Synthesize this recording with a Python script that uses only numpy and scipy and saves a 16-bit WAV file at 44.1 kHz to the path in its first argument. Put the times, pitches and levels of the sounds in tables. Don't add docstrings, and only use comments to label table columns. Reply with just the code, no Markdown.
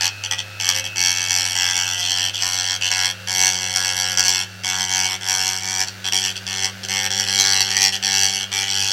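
import sys
import numpy as np
from scipy import signal
from scipy.fft import rfft, irfft
from scipy.io import wavfile
from scipy.ndimage import uniform_filter1d, map_coordinates

SR = 44100
rng = np.random.default_rng(int(sys.argv[2]) if len(sys.argv) > 2 else 0)


def put_to_file(sound):
    columns = np.atleast_2d(sound).T
    safe = np.clip(columns, -1, 1)
    whole_steps = np.round(safe * 32767)
    wavfile.write(sys.argv[1], SR, whole_steps.astype(np.int16))


N = 393372
TIME = np.arange(N) / SR


def from_db(db):
    return 10 ** (np.asarray(db) / 20)


def rms_one(x):
    return x / np.sqrt(np.mean(x ** 2) + 1e-20)


def curve(rows):
    return np.interp(TIME, *np.transpose(rows))


def drift(per_s):
    knots = rng.standard_normal(4000)
    return rms_one(np.interp(TIME * per_s, np.arange(len(knots)), knots))


def tone(cycles, db, waver_db=1.5):
    return np.sqrt(2) * from_db(db + waver_db * drift(16)) * np.sin(2 * np.pi * (cycles + rng.random()))


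def resonance(x, hz, width_hz):
    carrier = np.exp(2j * np.pi * np.cumsum(hz * np.ones(N)) / SR)
    lowpass = signal.butter(2, width_hz / 2, fs=SR, output="sos")
    return 2 * np.real(carrier * signal.sosfilt(lowpass, x / carrier))


def body(x, modes):
    out = 0
    for hz, width_hz, db in modes:
        edges = np.clip([hz - width_hz / 2, hz + width_hz / 2], 20, .45 * SR)
        band = signal.butter(2, edges, "band", fs=SR, output="sos")
        out = out + from_db(db) * signal.sosfilt(band, signal.sosfilt(band, x))
    return out


def even(x):
    power = uniform_filter1d(uniform_filter1d(x ** 2, size=1900), size=950)
    return x / np.sqrt(np.maximum(power, 1e-12))


# time in seconds, speed in turns per second.
SPINDLE_SPEED = [(0.0, 174.87), (0.76, 178.2), (1.19, 178.14), (1.49, 178.9), (1.79, 178.26),
                 (2.96, 184.12), (3.13, 183.4), (3.28, 185.25), (4.52, 183.45), (4.54, 184.92),
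                 (6.02, 188.29), (7.05, 192.1), (7.3, 194.38), (7.59, 192.65), (7.68, 192.34),
                 (8.48, 193.84), (8.49, 194.85), (8.9, 195.96)]


def spindle_turns():
    return np.cumsum(curve(SPINDLE_SPEED)) / SR


# time in seconds, level in dB.
HUM_LEVEL = [(0.0, -40.5), (6.09, -43), (7.55, -39.5), (8.05, -45), (8.25, -38.5), (8.35, -44.5),
             (8.85, -39), (8.92, -45)]
MAINS_PULSE_HZ = 100


def mains_hum():
    return tone(MAINS_PULSE_HZ * TIME, curve(HUM_LEVEL), waver_db=.8)


# time in seconds, base level in dB.
SHAKE_LEVEL = [(0.0, -62.5), (0.99, -51.5), (2.66, -57), (3.45, -46), (3.82, -50.5), (4.27, -47.5),
               (4.6, -49), (4.75, -46.5), (5.44, -49), (7.4, -44), (8.85, -47.5), (8.92, -48)]


def rotor_shake(turns, load):
    db = curve(SHAKE_LEVEL)
    octave_gain = from_db(-9.5) + from_db(0.5) * np.sqrt(load)
    return tone(turns, db + 1) + octave_gain * tone(2 * turns, db - 5)


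# time in seconds, level in dB.
WHINE_LEVEL = [(0, -37.5), (.5, -42), (1, -33.5), (1.6, -39), (2.2, -43), (2.5, -43), (4.5, -48), (6, -52),
               (8.92, -41)]
# multiple of spindle speed, sideband number, trim in dB.
WHINE_PARTIALS = [(16, -3, -4), (16, -2, -2), (16, -1, -14), (16, 0, -12), (16, 1, -19)]


def commutator_whine(turns):
    level_db, mains = curve(WHINE_LEVEL), MAINS_PULSE_HZ * TIME
    return sum(tone(k * turns + side * mains, level_db + db) for k, side, db in WHINE_PARTIALS)


# multiple of spindle speed, sideband number, level in dB.
BRUSH_PARTIALS = [(8, -1, -54), (8, 0, -53), (8, 1, -56), (8, 2, -55), (24, 0, -57), (24, 1, -55),
                  (24, 2, -60), (32, 0, -59)]


def brush_buzz(turns):
    mains = MAINS_PULSE_HZ * TIME
    return sum(tone(k * turns + side * mains + 0.033 * drift(170), db) for k, side, db in BRUSH_PARTIALS)


# frequency in Hz, relative level in dB.
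AIR_EQ = [(25, -12), (60, -12.5), (300, -12), (520, -9.5), (750, -7), (1050, -16), (1500, -2.5), (2100, -8),
          (3100, -9), (3800, -10), (4550, -11), (5900, -13), (9500, -24.5), (15000, -25.5)]
# time in seconds, level in dB.
AIR_LEVEL = [(0, -40.5), (1, -39.5), (3.2, -40), (4.6, -42), (6, -39.5), (6.8, -39.5), (8.92, -40)]


def cooling_air():
    hz, db = np.transpose(AIR_EQ)
    shape = from_db(np.interp(np.log(np.fft.rfftfreq(N, 1 / SR) + 1), np.log(hz), db))
    rush = rms_one(irfft(rfft(rng.standard_normal(N)) * shape, N))
    throb = 1 + 0.27 * np.sin(2 * np.pi * MAINS_PULSE_HZ * TIME)
    return from_db(curve(AIR_LEVEL)) * rush * throb


# time in seconds, level in dB.
HOUSING_LEVEL = [(0.0, -50), (0.17, -63), (0.3, -49), (0.65, -61), (0.79, -36.5), (0.92, -57.5),
                 (1.66, -58.5), (2.43, -57), (2.48, -55.5), (4.2, -46), (4.55, -67), (6.78, -55),
                 (7.03, -45), (8.07, -59), (8.87, -56), (8.92, -48)]


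def housing_note():
    return from_db(curve(HOUSING_LEVEL)) * even(resonance(rng.standard_normal(N), hz=530, width_hz=7.2))


# start and end in seconds, base level in dB, front cavity pitch in Hz,
# then trims in dB for mouth, shank and lower squeal.
GRIND_STRETCHES = [ (0.007, 0.079, -20, 1990, 1.5, -2, 2), (0.236, 0.26, -21.5, 2130, -6, 0.5, -2),
                   (0.309, 0.339, -18, 2180, 3, 1.5, -3), (0.381, 0.401, -22.5, 2210, -5, 4.5, 0),
                   (0.598, 0.754, -25, 1990, 1.5, -1, -2), (0.75, 0.797, -19, 1960, 2, -5, -2),
                   (0.839, 0.869, -25, 2090, -2, -3.5, -2), (0.957, 1.541, -26, 2010, -0.5, -6, -2),
                   (1.551, 2.016, -26.5, 1860, 1, -3, -5), (2.018, 2.295, -29, 1950, -0.5, 1, 0),
                   (2.335, 2.413, -27.5, 1910, -6, 0, 1), (2.41, 2.763, -24.5, 1940, 0, -4.5, -0.5),
                   (2.81, 2.886, -23.5, 1900, -2.5, 1.5, 1), (2.902, 3.108, -24.5, 1900, 3.5, -2, 0.5),
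                   (3.272, 4.161, -25.5, 1920, 2, -5.5, -2), (4.172, 4.437, -26.5, 1900, 0, -4.5, -1.5),
                   (4.635, 5.158, -25, 1945, 2, -4, -2.5), (5.209, 5.617, -29, 1950, 1, -6, -3.5),
                   (5.612, 5.846, -28, 2070, 2.5, -9, -4), (5.873, 5.886, -26.5, 1980, -8, -11, 5),
                   (6.043, 6.087, -28, 1870, 0, -1.5, -1), (6.121, 6.316, -25.5, 2040, -2.5, -2.5, -2.5),
                   (6.356, 6.377, -29, 2020, -18, -3, 3), (6.465, 6.693, -29, 1930, 1.5, -4.5, -1),
                   (6.831, 6.852, -28, 1960, -3, -5.5, 2), (6.884, 7.076, -25, 1950, 5.5, -2.5, -3),
                   (7.103, 7.249, -24, 1900, 0, -2, -2.5), (7.264, 7.713, -25.5, 1935, 2, -3, 3),
                   (7.695, 7.899, -26.5, 2190, 1.5, -4, 1), (7.921, 7.96, -26, 2030, 0, 2, 2.5),
                   (8.025, 8.442, -29, 1974, -0.5, -1.5, 1), (8.516, 8.706, -25, 2110, 4.5, -2.5, -0.5),
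                   (8.69, 8.95, -23, 1900, -2.5, -1, 2)]


def latest_stretch():
    rows = np.array(GRIND_STRETCHES)
    return rows[np.maximum(np.searchsorted(rows[:, 0], TIME, side="right") - 1, 0)].T


# centre and half length in seconds, boost in dB.
HAND_PUSHES = [(1.047, 0.073, 9), (1.385, 0.061, 4), (1.66, 0.13, 6.5), (1.802, 0.031, 4), (2.0, 0.027, 3),
               (2.16, 0.11, 6), (3.025, 0.073, 4.5), (3.451, 0.075, 9.5), (4.013, .035, 3.5),
               (4.313, 0.11, 8), (4.874, 0.02, -7), (4.998, .076, 5), (5.223, 0.033, -4), (5.31, .035, 10),
               (5.44, 0.093, 9.5), (5.785, 0.11, 6), (6.135, 0.072, 8), (6.61, 0.078, 3.5),
               (7.473, 0.14, 8), (7.837, 0.046, 16), (8.124, 0.16, 10.5), (8.257, 0.1, 5)]
# time in seconds, boost in dB.
BURR_CATCHES = [(.044, 0.5), (0.685, 13.5), (1.305, 5.5), (1.452, 7.5), (1.553, 5.5), (2.424, 7.5),
                (2.915, 7), (3.76, 9), (3.845, 4.5), (4.174, 15), (4.193, 18), (4.28, 11), (5.414, 1),
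                (5.803, 5), (6.163, -1), (6.642, 6), (7.105, 5.5), (7.196, 7.5), (7.388, 4), (7.606, 11),
                (7.766, 10), (8.232, 2)]
CATCH_S, EASE_S = 0.0015, 0.019
DIP_DB, DIP_IN_S, DIP_OUT_S = 3, 0.012, 0.027
ATTACK_S, RELEASE_S = 0.002, 0.0099
TREMOR_DB, USUAL_DB = 1.64, -24
HARDEST_DB, YIELD_DB = -13.5, 2


def hand_pressure():
    start, end, db = latest_stretch()[:3]
    db = db - DIP_DB * np.exp(-np.maximum(TIME - start, 0) / DIP_IN_S)
    db -= DIP_DB * np.exp(-np.maximum(end - TIME, 0) / DIP_OUT_S)
    for s, half_s, boost_db in HAND_PUSHES:
        db += boost_db * np.exp(-((TIME - s) / half_s) ** 2)
    for s, boost_db in BURR_CATCHES:
        db += boost_db * np.clip((TIME - s) / CATCH_S + 1, 0, 1) * np.exp(-((TIME - s) / EASE_S) ** 2)
    db += TREMOR_DB * drift(per_s=35)
    db -= YIELD_DB * np.logaddexp(0, (db - HARDEST_DB) / YIELD_DB)
    gate = np.clip((TIME - start) / ATTACK_S, 0, 1) * np.exp(-np.maximum(TIME - end, 0) / RELEASE_S)
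    return db, uniform_filter1d(gate, size=130)


BURR_SKIDS = [(2.002, 0.039), (2.406, 0.015), (4.26, 0.013), (7.93, .012)]


def bounce(turn, rebound_db=-78, settle_s=0.0049):
    start = latest_stretch()[0]
    first_turn = turn[np.clip(start * SR, 0, N - 1).astype(int)]
    firm = (turn - first_turn) % 2 == 0
    settling = np.exp(-((TIME - start) / settle_s) ** 2)
    skidding = sum(np.exp(-((TIME - s) / half_s) ** 2) for s, half_s in BURR_SKIDS)
    graze = from_db(rebound_db + 3 * rng.standard_normal(2048))[turn]
    return np.maximum.reduce([firm, settling, skidding, graze])


def scrapes(turns, arc_turns=0.19, knock_turns=.02, wear_per_s=17):
    high_side = turns - .2
    turn = np.floor(high_side).astype(int)
    strength, lateness = rng.standard_normal((2048, 2))[turn].T
    angle = high_side % 1 - .5 + 0.0027 * lateness
    edges = rng.standard_normal((400, 240))
    place = [TIME * wear_per_s, (angle + .5) * edges.shape[1]]
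    bite = map_coordinates(edges, place, order=1, mode="wrap") + 0.34 * rng.standard_normal(N)
    firm = from_db(0.16 * strength) * bounce(turn)
    touch = np.exp(-np.abs(angle / arc_turns) ** 3)
    knock = np.exp(-((angle + arc_turns / 2) / knock_turns) ** 2)
    dust = from_db(-23.5) * rng.standard_normal(N)
    return bite * firm * touch + dust, np.sqrt(firm) * knock


def layer(x, push_db, db, loss):
    return from_db(db - loss * push_db + 0.7 * drift(per_s=9)) * even(x)


# centre in Hz, width in Hz, relative level in dB.
SHANK_MODES = [(2806, 650, -7.5), (3230, 538, 1)]
LOWER_SQUEAL_MODES = [(4422, 1060, 0)]
SQUEAL_MODES = [(5742, 936, 0)]
GRIT_MODES = [(7707, 1840, 0), (9810, 290, -11.5), (11245, 1320, -7.5)]


def burr_ring(force, push_db, shank_db, lower_db):
    ring = from_db(-1.54) * even(body(force, SQUEAL_MODES))
    ring += layer(body(force, LOWER_SQUEAL_MODES), push_db, db=lower_db - 6, loss=0.12)
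    ring += layer(body(force, SHANK_MODES), push_db, db=shank_db - 1.15, loss=0.63)
    return ring + layer(body(force, GRIT_MODES), push_db, db=-9, loss=0.13)


# centre in Hz, width in Hz, relative level in dB.
PALATE_MODES = [(1644, 1240, -16)]
THROAT_MODES = [(850, 230, 0)]
# time in seconds, trim in dB.
THROAT_TRIM = [(0, 2), (1.1, 0.5), (1.85, 4), (2.5, 0), (3.5, -2), (4.3, 0), (5.1, 2.5), (6.3, -0.5),
               (7.6, -3), (8.92, -1)]
CAVITY_SPLIT, CAVITY_WANDER = 0.078, 0.019


def open_mouth(force, knock, push_db, cavity_hz, mouth_db):
    cavity_hz = cavity_hz * (1 + CAVITY_WANDER * drift(per_s=6))
    mouth = body(force, PALATE_MODES)
    for side in (-1, 1):
        hz = cavity_hz * (1 + side * CAVITY_SPLIT)
        mouth += from_db(0.53 * side) * resonance(knock + .5 * force, hz, width_hz=320)
    throat = body(knock + 0.54 * force, THROAT_MODES)
    throat_db = .5 * mouth_db + curve(THROAT_TRIM) - 17
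    return layer(mouth, push_db, mouth_db - 9.5, loss=0.26) + layer(throat, push_db, throat_db, loss=0.23)


# centre in Hz, width in Hz, relative level in dB.
FIZZ_BAND = [(13650, 3400, 0)]


def overload_fizz(force, push_db):
    return layer(body(force, FIZZ_BAND), push_db, db=-29.5, loss=-0.43)


def grinding(turns, press_db, gate):
    cavity_hz, mouth_db, shank_db, lower_db = uniform_filter1d(latest_stretch()[3:], size=900, axis=1)
    force, knock = scrapes(turns)
    push_db = press_db - USUAL_DB
    metal = burr_ring(force, push_db, shank_db, lower_db)
    fizz = overload_fizz(force, push_db)
    mouth = open_mouth(force, knock, push_db, cavity_hz, mouth_db)
    bare = from_db(-11.5) * even(body(force, [(3910, 4800, 0)]))
    rocking = from_db(-32) * np.sin(3 * np.pi * turns)
    return from_db(press_db) * gate * (metal + fizz + mouth + bare + rocking)


def room(x, t60_s, wet_db, dull_hz):
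    t = np.arange(SR // 2) / SR
    tail = rng.standard_normal(len(t)) * from_db(-60 * t / t60_s) * (t > .003)
    tail = signal.sosfilt(signal.butter(1, dull_hz, fs=SR, output="sos"), tail / np.linalg.norm(tail))
    return x + from_db(wet_db) * signal.fftconvolve(x, tail)[:N]


def scene():
    turns = spindle_turns()
    press_db, gate = hand_pressure()
    load = from_db(press_db - USUAL_DB) * np.maximum(gate, 0)
    rasp = room(grinding(turns, press_db, gate), t60_s=0.11, wet_db=-2.5, dull_hz=3000)
    rasp = room(rasp, t60_s=0.67, wet_db=-18, dull_hz=4000)
    motor = mains_hum() + rotor_shake(turns, load) + commutator_whine(turns) + brush_buzz(turns)
    return (motor + cooling_air() + housing_note() + rasp)[None]


def record(dry, cutoff_hz=15800):
    rounded = dry / (1 + (dry / .8) ** 8) ** (1 / 8)
    return signal.sosfilt(signal.ellip(10, .1, 80, cutoff_hz, fs=SR, output="sos"), rounded)


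dry = scene()
out = record(dry)
put_to_file(out)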